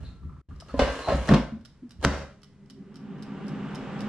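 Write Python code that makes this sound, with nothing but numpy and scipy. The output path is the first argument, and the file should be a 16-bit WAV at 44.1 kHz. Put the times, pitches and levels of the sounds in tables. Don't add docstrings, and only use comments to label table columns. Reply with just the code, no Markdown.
import sys
import numpy as np
from scipy import signal
from scipy.fft import rfft, irfft
from scipy.io import wavfile
from scipy.ndimage import uniform_filter1d, minimum_filter1d

SR = 44100
rng = np.random.default_rng(int(sys.argv[2]) if len(sys.argv) > 2 else 0)


def file_out(sig):
    cols = np.atleast_2d(sig).T
    lim = np.clip(cols, -1, 1)
    pcm = np.round(lim * 32767).astype(np.int16)
    wavfile.write(sys.argv[1], SR, pcm)


N = 180226
TIME = np.arange(N) / SR
RING_TIME = TIME[:SR]
SEATED_S, LATCH_S, FAN_START_S = 1.25, 2.0487, 2.453
DIP_START_S, DIP_END_S = 0.416, 0.488

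# frequency in Hz, correlation.
STEREO_LIKENESS = [(250, 0.94), (1300, 0.88), (2900, 0.75), (6000, 0.058)]
# frequency in Hz, relative density in dB.
ROOM_SPECTRUM = [(20, 13), (60, 6), (140, 14), (215, 6.5), (330, -1.5), (700, -9), (1900, -14), (2500, -19),
                 (5000, -23.5), (9500, -31), (12000, -56.5)]
# start in seconds, length in seconds, level in dB.
GUIDE_PUSHES = [(0.003, 0.066, -63.5), (0.48, 0.2, -74.5), (0.691, 0.0071, -55), (0.783, 0.5, -48)]
# frequency in Hz, relative density in dB.
RUB_SPECTRUM = [(150, -9), (600, 1.5), (850, -7), (1150, 0.5), (2000, -8), (4200, -13), (7000, -15.5),
                (11000, -25), (13500, -53)]
# frequency in Hz, width in Hz, gain in dB.
HOLLOW_PEAKS = [(279, 83, 4), (564, 190, 0.5), (1050, 70, 1.5), (1600, 55, -5), (2130, 36, -15.5),
                (2820, 350, -12.5), (4200, 200, -15.5)]
# time in seconds, level in dB.
HAND_NUDGES = [(0.021, -35), (0.25, -36), (0.52, -39.5), (0.78, -33), (1.219, -35), (1.53, -44),
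               (1.996, -41.5), (2.09, -44.5)]
# frequency in Hz, relative density in dB.
JOSTLE_SPECTRUM = [(20, -10.5), (45, -5), (68, 9), (105, -7), (150, -2.5), (250, -13.5), (400, -25),
                   (900, -64.5)]
# time and half-length in seconds, pitch and width in Hz, level in dB.
RUB_SQUEAKS = [(0.06, 0.012, 4020, 630, -60), (0.698, 0.0072, 4450, 160, -59.5),
               (0.697, 0.0072, 1248, 406, -51), (1.055, 0.032, 4110, 234, -51),
               (1.062, 0.014, 1050, 150, -41), (1.086, 0.008, 602, 420, -28),
               (1.211, 0.0096, 2170, 118.7, -57)]
# time in seconds, level in dB.
FINGER_SCUFFS = [(0.233, -58), (0.295, -53.5), (0.322, -65), (0.368, -58), (0.511, -50.5), (0.621, -56.5)]
# start in seconds, level in dB, pitch in Hz, T60 in seconds.
FLEXES = [(1.351, -4.5, 237.5, 0.08), (1.519, -20.5, 216.6, 0.16), (1.822, -27, 238, 0.15)]
# tick delay in seconds, tick level in dB, tock delay in seconds, tock level in dB.
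BEAT_CONTACTS = [(-0.04, -17, -0.014, -10), (0, 0.5, 0, 0), (0.007, -2, 0.011, -7.5)]
# frequency in Hz, width in Hz, gain in dB.
WORKS_PEAKS = [(1380, 360, -5.5), (3030, 93, 1), (3890, 730, -8), (5270, 420, -0.5), (8620, 4600, -18)]
# time in seconds, level in dB.
TIMER_AT_MIC = [(0.6, -43.5), (2.7, -48), (3.4, -45.5), (4.0, -39.5)]
# start in seconds, ring level in dB, pitch in Hz, bright edge level in dB.
EDGE_SNAPS = [(0.623, -39.5, 655, -76.5), (0.7397, -23, 464, -60), (0.7925, -12, 778, -24),
              (0.876, -25, 1430, -44), (1.0704, -29, 1010, -42), (1.12, -18, 597, -37),
              (1.289, -15, 1750, -23), (1.338, -23, 3660, -23.5), (1.344, -19.5, 1240, -21.5),
              (2.039, -28.5, 1560, -43), (2.0445, -16.5, 980, -44.5)]
# start in seconds, shell level in dB, brightness in Hz,
# pan level in dB, loss per rebound in dB.
RIM_KNOCKS = [(0.7403, -37, 546, -28.5, 35.5), (0.794, -17, 2500, -19.5, 9.5),
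              (0.82, -20.5, 700, -22.5, 12.5), (0.877, -23.5, 900, -42.5, 29), (1.083, -20, 650, -37.5, 4),
              (1.096, -23.5, 600, -43.5, 25), (1.121, -25.5, 685, -27.5, 10),
              (1.181, -35.5, 716, -56.5, 18), (1.291, -17, 876, -56, 25), (1.312, -15, 446, -32, 21.5),
              (1.337, -18, 1330, -23, 13.5), (2.0504, -17, 915, -15, 18), (2.112, -23, 860, -37, 7)]
# frequency in Hz, relative density in dB.
SHELL_SPECTRUM = [(100, -4), (300, -19), (480, -2), (650, -1.5), (860, -7), (1100, -8.5), (1600, -11.5),
                  (2400, -15.5), (5000, -17.5), (8000, -25), (9700, -25.5), (11500, -64.5)]
# frequency in Hz, level in dB, T60 in seconds.
STEEL_PAN_MODES = [(267.3, 0, 0.44), (476.5, -18.5, 1), (559, 4, 0.13), (587, 0.5, 0.033),
                   (491, -13, 0.073), (772, -24, 0.34), (944, -15.5, 0.14), (1023, -10.5, 0.4),
                   (1570, -9, 0.22), (1992, -18.5, 0.39), (2950, -18, 0.2), (3420, -16.5, 0.24),
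                   (4000, -18, 0.15)]
# start in seconds, then housing thud, worktop boom and loss per rebound, all in dB.
BASKET_BUMPS = [(0.816, -41, -20.5, 32), (1.134, -25, -23.5, 4), (1.291, -11, -31.5, 27),
                (1.310, -10, -37, 17), (1.331, -12.5, -26.5, 14.5), (2.049, -6, -16.5, 30)]
# frequency in Hz, level in dB, T60 in seconds.
BOOM_MODES = [(49.3, -7, 0.46), (63.3, 3.5, 0.36)]
# frequency in Hz, level in dB, T60 in seconds.
THUD_MODES = [(141, 2.5, 0.1), (176.7, -6.5, 0.19), (213.5, 1.5, 0.13), (267, -7.5, 0.3),
              (362.6, -11.5, 0.16)]
# frequency in Hz, level in dB.
HUM_PARTIALS = [(201, -59.5), (402, -69), (2005, -79)]
# frequency in Hz, width in Hz, gain in dB.
DUCT_PEAKS = [(140.6, 14, 0), (205, 15, 3), (222, 10, -1), (264.4, 8.5, -1), (392.5, 26, -11.5)]
# time in seconds, level in dB.
DUCT_LEVEL = [(2.4, -63.5), (2.75, -50.5), (2.81, -45), (2.88, -46.5), (3.0, -45.5), (3.1, -37),
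              (3.22, -40.5), (3.52, -33.5), (3.68, -37), (4.08, -34.5)]
# frequency in Hz, relative density in dB.
AIR_SPECTRUM = [(90, -1.5), (300, -2.5), (480, 2), (690, -6.5), (930, -4), (1080, -6.5), (1500, -6),
                (2040, -12), (3000, -15), (4000, -24.5), (6000, -31), (8500, -35.5), (11000, -74)]
# frequency in Hz, width in Hz, gain in dB.
GRILLE_PEAKS = [(792.4, 24, 5.5), (1176, 23, 4.5), (2820, 120, -10.5), (3730, 460, -23)]
# frequency in Hz, relative density in dB.
WALL_SPECTRUM = [(60, -14.0), (300, -7.0), (2000, 2.5), (6000, 1.5), (13000, -2.0)]


def from_db(db):
    return 10 ** (np.asarray(db) / 20)


def rms_one(x):
    return x / np.sqrt(np.mean(x ** 2) + 1e-20)


def fader(levels):
    return from_db(np.interp(TIME, *np.transpose(levels)))


def at_hz(points, hz):
    f, value = np.transpose(points)
    return np.interp(np.log(hz + 1), np.log(f), value)


def decay(t60):
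    return np.exp(-np.log(1000) * RING_TIME / t60)


def swell(s, hold_s, db, rise_db_per_s, fall_db_per_s):
    early, late = np.maximum(s - TIME, 0), np.maximum(TIME - s - hold_s, 0)
    return from_db(np.maximum(db - rise_db_per_s * early - fall_db_per_s * late, -200))


def add(out, s, sound):
    i = max(round(s * SR), 0)
    out[..., i:i + sound.shape[-1]] += sound[..., :N - i]


def cut(x, hz, kind, order=2):
    sections = signal.butter(order, np.clip(hz, 10, .45 * SR), kind, fs=SR, output="sos")
    return signal.sosfilt(sections, x + 1e-18)


def wander(hz, shape):
    return rms_one(cut(rng.standard_normal(shape), hz, "low"))


def noise(spectrum=None, size=N):
    hz = np.arange(size // 2 + 1) * SR / size
    alike = np.clip(at_hz(STEREO_LIKENESS, hz), -1, 1)
    mid, side = rfft(rng.standard_normal((2, size)))
    both = np.sqrt(1 + alike) * mid + np.sqrt(1 - alike) * side * [[1], [-1]]
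    colour = from_db(at_hz(spectrum, hz)) if spectrum else 1
    return rms_one(irfft(both * colour, size))


def resonate(x, peaks):
    return rms_one(sum((-1) ** k * from_db(db) * signal.lfilter(*signal.iirpeak(hz, hz / width, SR), x)
                       for k, (hz, width, db) in enumerate(peaks)))


def ring(modes, spread_db, detune):
    out = 0
    for hz, db, t60 in modes:
        gain = from_db(db + spread_db * rng.normal())
        pitch = hz * (1 + detune * rng.normal())
        out += gain * decay(t60) * np.sin(2 * np.pi * pitch * RING_TIME)
    return out


def rebounds(s, loss_db, count=4, spacing_s=0.021):
    return [(s + k * spacing_s, from_db(-k * loss_db)) for k in range(count)]


def kitchen(x, wet_db, t60=0.4):
    walls = noise(WALL_SPECTRUM, size=SR) * decay(t60) * (1 - decay(0.0029))
    walls /= np.sqrt(np.sum(walls ** 2) / 2)
    return x + from_db(wet_db) * signal.fftconvolve(x, walls, axes=1)[:, :N]


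def room_tone():
    whine = from_db(-66.5) * np.sin(2 * np.pi * 1340 * TIME) * (TIME < DIP_START_S)
    return from_db(-56.5) * noise(ROOM_SPECTRUM) + whine


def sliding(grain_db=6.0, grain_hz=305, hollow_db=3.5):
    grains = rms_one(from_db(grain_db * wander(grain_hz, N)))
    friction = grains * noise(RUB_SPECTRUM)
    hollow = resonate(grains * noise(), HOLLOW_PEAKS)
    pushes = [swell(*push, rise_db_per_s=476.5, fall_db_per_s=193) for push in GUIDE_PUSHES]
    ramp = swell(LATCH_S, 0, db=-26, rise_db_per_s=892.5, fall_db_per_s=2493)
    return (np.max(pushes, axis=0) + ramp) * (friction + from_db(hollow_db) * hollow)


def jostling():
    nudges = sum(swell(s, 0.0033, db, rise_db_per_s=301.5, fall_db_per_s=95) for s, db in HAND_NUDGES)
    return nudges * noise(JOSTLE_SPECTRUM)


def squeaks():
    out = 0
    for s, half_length, hz, width, db in RUB_SQUEAKS:
        phase = 2 * np.pi * hz * TIME
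        flutter = wander(width / 2, (2, N))
        envelope = from_db(db) * np.exp(-.5 * ((TIME - s) / half_length) ** 2)
        out += envelope * (flutter[0] * np.cos(phase) + flutter[1] * np.sin(phase))
    return out


def handle(scuff_band_hz=(1015, 1345), wobble=0.1):
    grip = rms_one(cut(noise(), scuff_band_hz, "band"))
    out = grip * sum(swell(s, 0, db, rise_db_per_s=2996, fall_db_per_s=705.5) for s, db in FINGER_SCUFFS)
    for s, db, hz, t60 in FLEXES:
        pitch = hz * (1 + wobble * wander(hz / 2, SR))
        envelope = from_db(db) * decay(t60) * (1 - decay(0.089))
        add(out, s, envelope * np.sin(2 * np.pi * np.cumsum(pitch) / SR))
    return out


def timer(first_tick_s=0.6008, period_s=0.5246, tock_after_s=0.2576):
    contacts = np.zeros((2, N))
    chatter = decay(0.031) * (1 - decay(0.00085))
    for s in np.arange(first_tick_s, TIME[-1], period_s):
        for tick_delay, tick_db, tock_delay, tock_db in BEAT_CONTACTS:
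            add(contacts, s + tick_delay, from_db(tick_db) * chatter)
            add(contacts, s + tock_after_s + tock_delay, from_db(tock_db) * chatter)
    works = cut(resonate(noise(), WORKS_PEAKS), 1000, "high", order=1)
    works = cut(works, 11500, "low", order=4)
    return fader(TIMER_AT_MIC) * contacts * works * from_db([[-1.5], [1.5]])


def snap(db, hz, cycles, edge_db, crack_db, top_hz, edge_t60, rise_s):
    tone = decay(cycles / hz) * (1 - decay(2 / hz)) * np.sin(2 * np.pi * hz * RING_TIME)
    edge = rms_one(cut(noise(size=SR), [1800, top_hz], "band", order=3))
    edge *= decay(edge_t60) * (1 - decay(rise_s))
    crack = cut(1. * (RING_TIME == 0), [1700, 5540], "band")
    return from_db(db) * tone + from_db(edge_db) * edge + from_db(crack_db) * crack / np.abs(crack).max()


def snaps():
    out = np.zeros((2, N))
    for s, db, hz, edge_db in EDGE_SNAPS:
        add(out, s, snap(db, hz, cycles=22, edge_db=edge_db, crack_db=edge_db + 2.5,
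                         top_hz=5370, edge_t60=0.018, rise_s=0.0087))
    add(out, LATCH_S, snap(db=12, hz=1460, cycles=7.25, edge_db=-6.5, crack_db=-1.5,
                           top_hz=6600, edge_t60=0.02, rise_s=0.002))
    return out


def knocks():
    clatter, pan_ring = np.zeros((2, 2, N))
    for s, shell_db, bright_hz, pan_db, loss_db in RIM_KNOCKS:
        for at, gain in rebounds(s, loss_db):
            shell = rms_one(cut(noise(SHELL_SPECTRUM, size=SR), bright_hz, "low", order=1))
            shell *= decay(0.075) * (1 - decay(0.0022))
            pan = cut(ring(STEEL_PAN_MODES, spread_db=2.5, detune=0.0075), bright_hz, "low")
            if s > SEATED_S:
                pan *= decay(0.31)
            add(clatter, at, gain * from_db(shell_db) * shell)
            add(pan_ring, at, gain * from_db(pan_db) * pan)
    return clatter, pan_ring


def bumps(bright_hz=800):
    out = np.zeros((2, N))
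    for s, thud_db, boom_db, loss_db in BASKET_BUMPS:
        worktop = ring(BOOM_MODES, spread_db=3.5, detune=0.1) * (1 - decay(0.014))
        add(out, s, from_db(boom_db) * worktop)
        for at, gain in rebounds(s, loss_db):
            housing = ring(THUD_MODES, spread_db=2.5, detune=0.023) * (1 - decay(0.028))
            add(out, at, gain * from_db(thud_db) * cut(housing, bright_hz, "low"))
    return out


def fan(spin_up_s=1.008, air_db_per_doubling=19):
    speed = np.tanh(np.maximum(TIME - FAN_START_S, 0) / spin_up_s)
    air_gain = from_db(air_db_per_doubling * np.log2(speed + 1e-6))
    duct = fader(DUCT_LEVEL) * rms_one(cut(resonate(noise(), DUCT_PEAKS), 98, "high"))
    hum = sum(from_db(db) * np.sin(2 * np.pi * hz * TIME) for hz, db in HUM_PARTIALS)
    air = from_db(-38.5) * noise(AIR_SPECTRUM)
    grille = from_db(-47) * resonate(noise(), GRILLE_PEAKS)
    return ((TIME > LATCH_S) * (duct + hum) + air_gain * (air + grille)) * from_db([[-0.3], [0.3]])


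def scene():
    clatter, pan_ring = knocks()
    thumps = pan_ring + bumps()
    fryer = kitchen(clatter, wet_db=0.5)
    fryer += kitchen(thumps + handle(), wet_db=-1.5)
    fryer += kitchen(snaps(), wet_db=-11.0)
    fryer += kitchen(sliding() + squeaks(), wet_db=2.5)
    fryer += kitchen(timer(), wet_db=-7.0)
    left, right = fryer + jostling() + fan() + room_tone()
    return np.array([np.append(0, left[:-1]), right])


def limiter(x, ceiling_db, release_db_per_s):
    over = np.maximum(20 * np.log10(np.abs(x).max(axis=0) + 1e-9) - ceiling_db, 0)
    held = np.maximum.accumulate(over + release_db_per_s * TIME) - release_db_per_s * TIME
    return x * from_db(uniform_filter1d(minimum_filter1d(-held, size=89), size=89))


def record(dry, dip_db=-26, stopband_hz=14800):
    limited = limiter(cut(dry, 28, "high"), ceiling_db=-3.0, release_db_per_s=67.5)
    live = uniform_filter1d(1. * ((TIME < DIP_START_S) | (TIME > DIP_END_S)), size=64)
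    top_cut = signal.cheby2(14, 70, stopband_hz, fs=SR, output="sos")
    return signal.sosfilt(top_cut, limited * np.maximum(live, from_db(dip_db)))


dry = scene()
out = record(dry)
file_out(out)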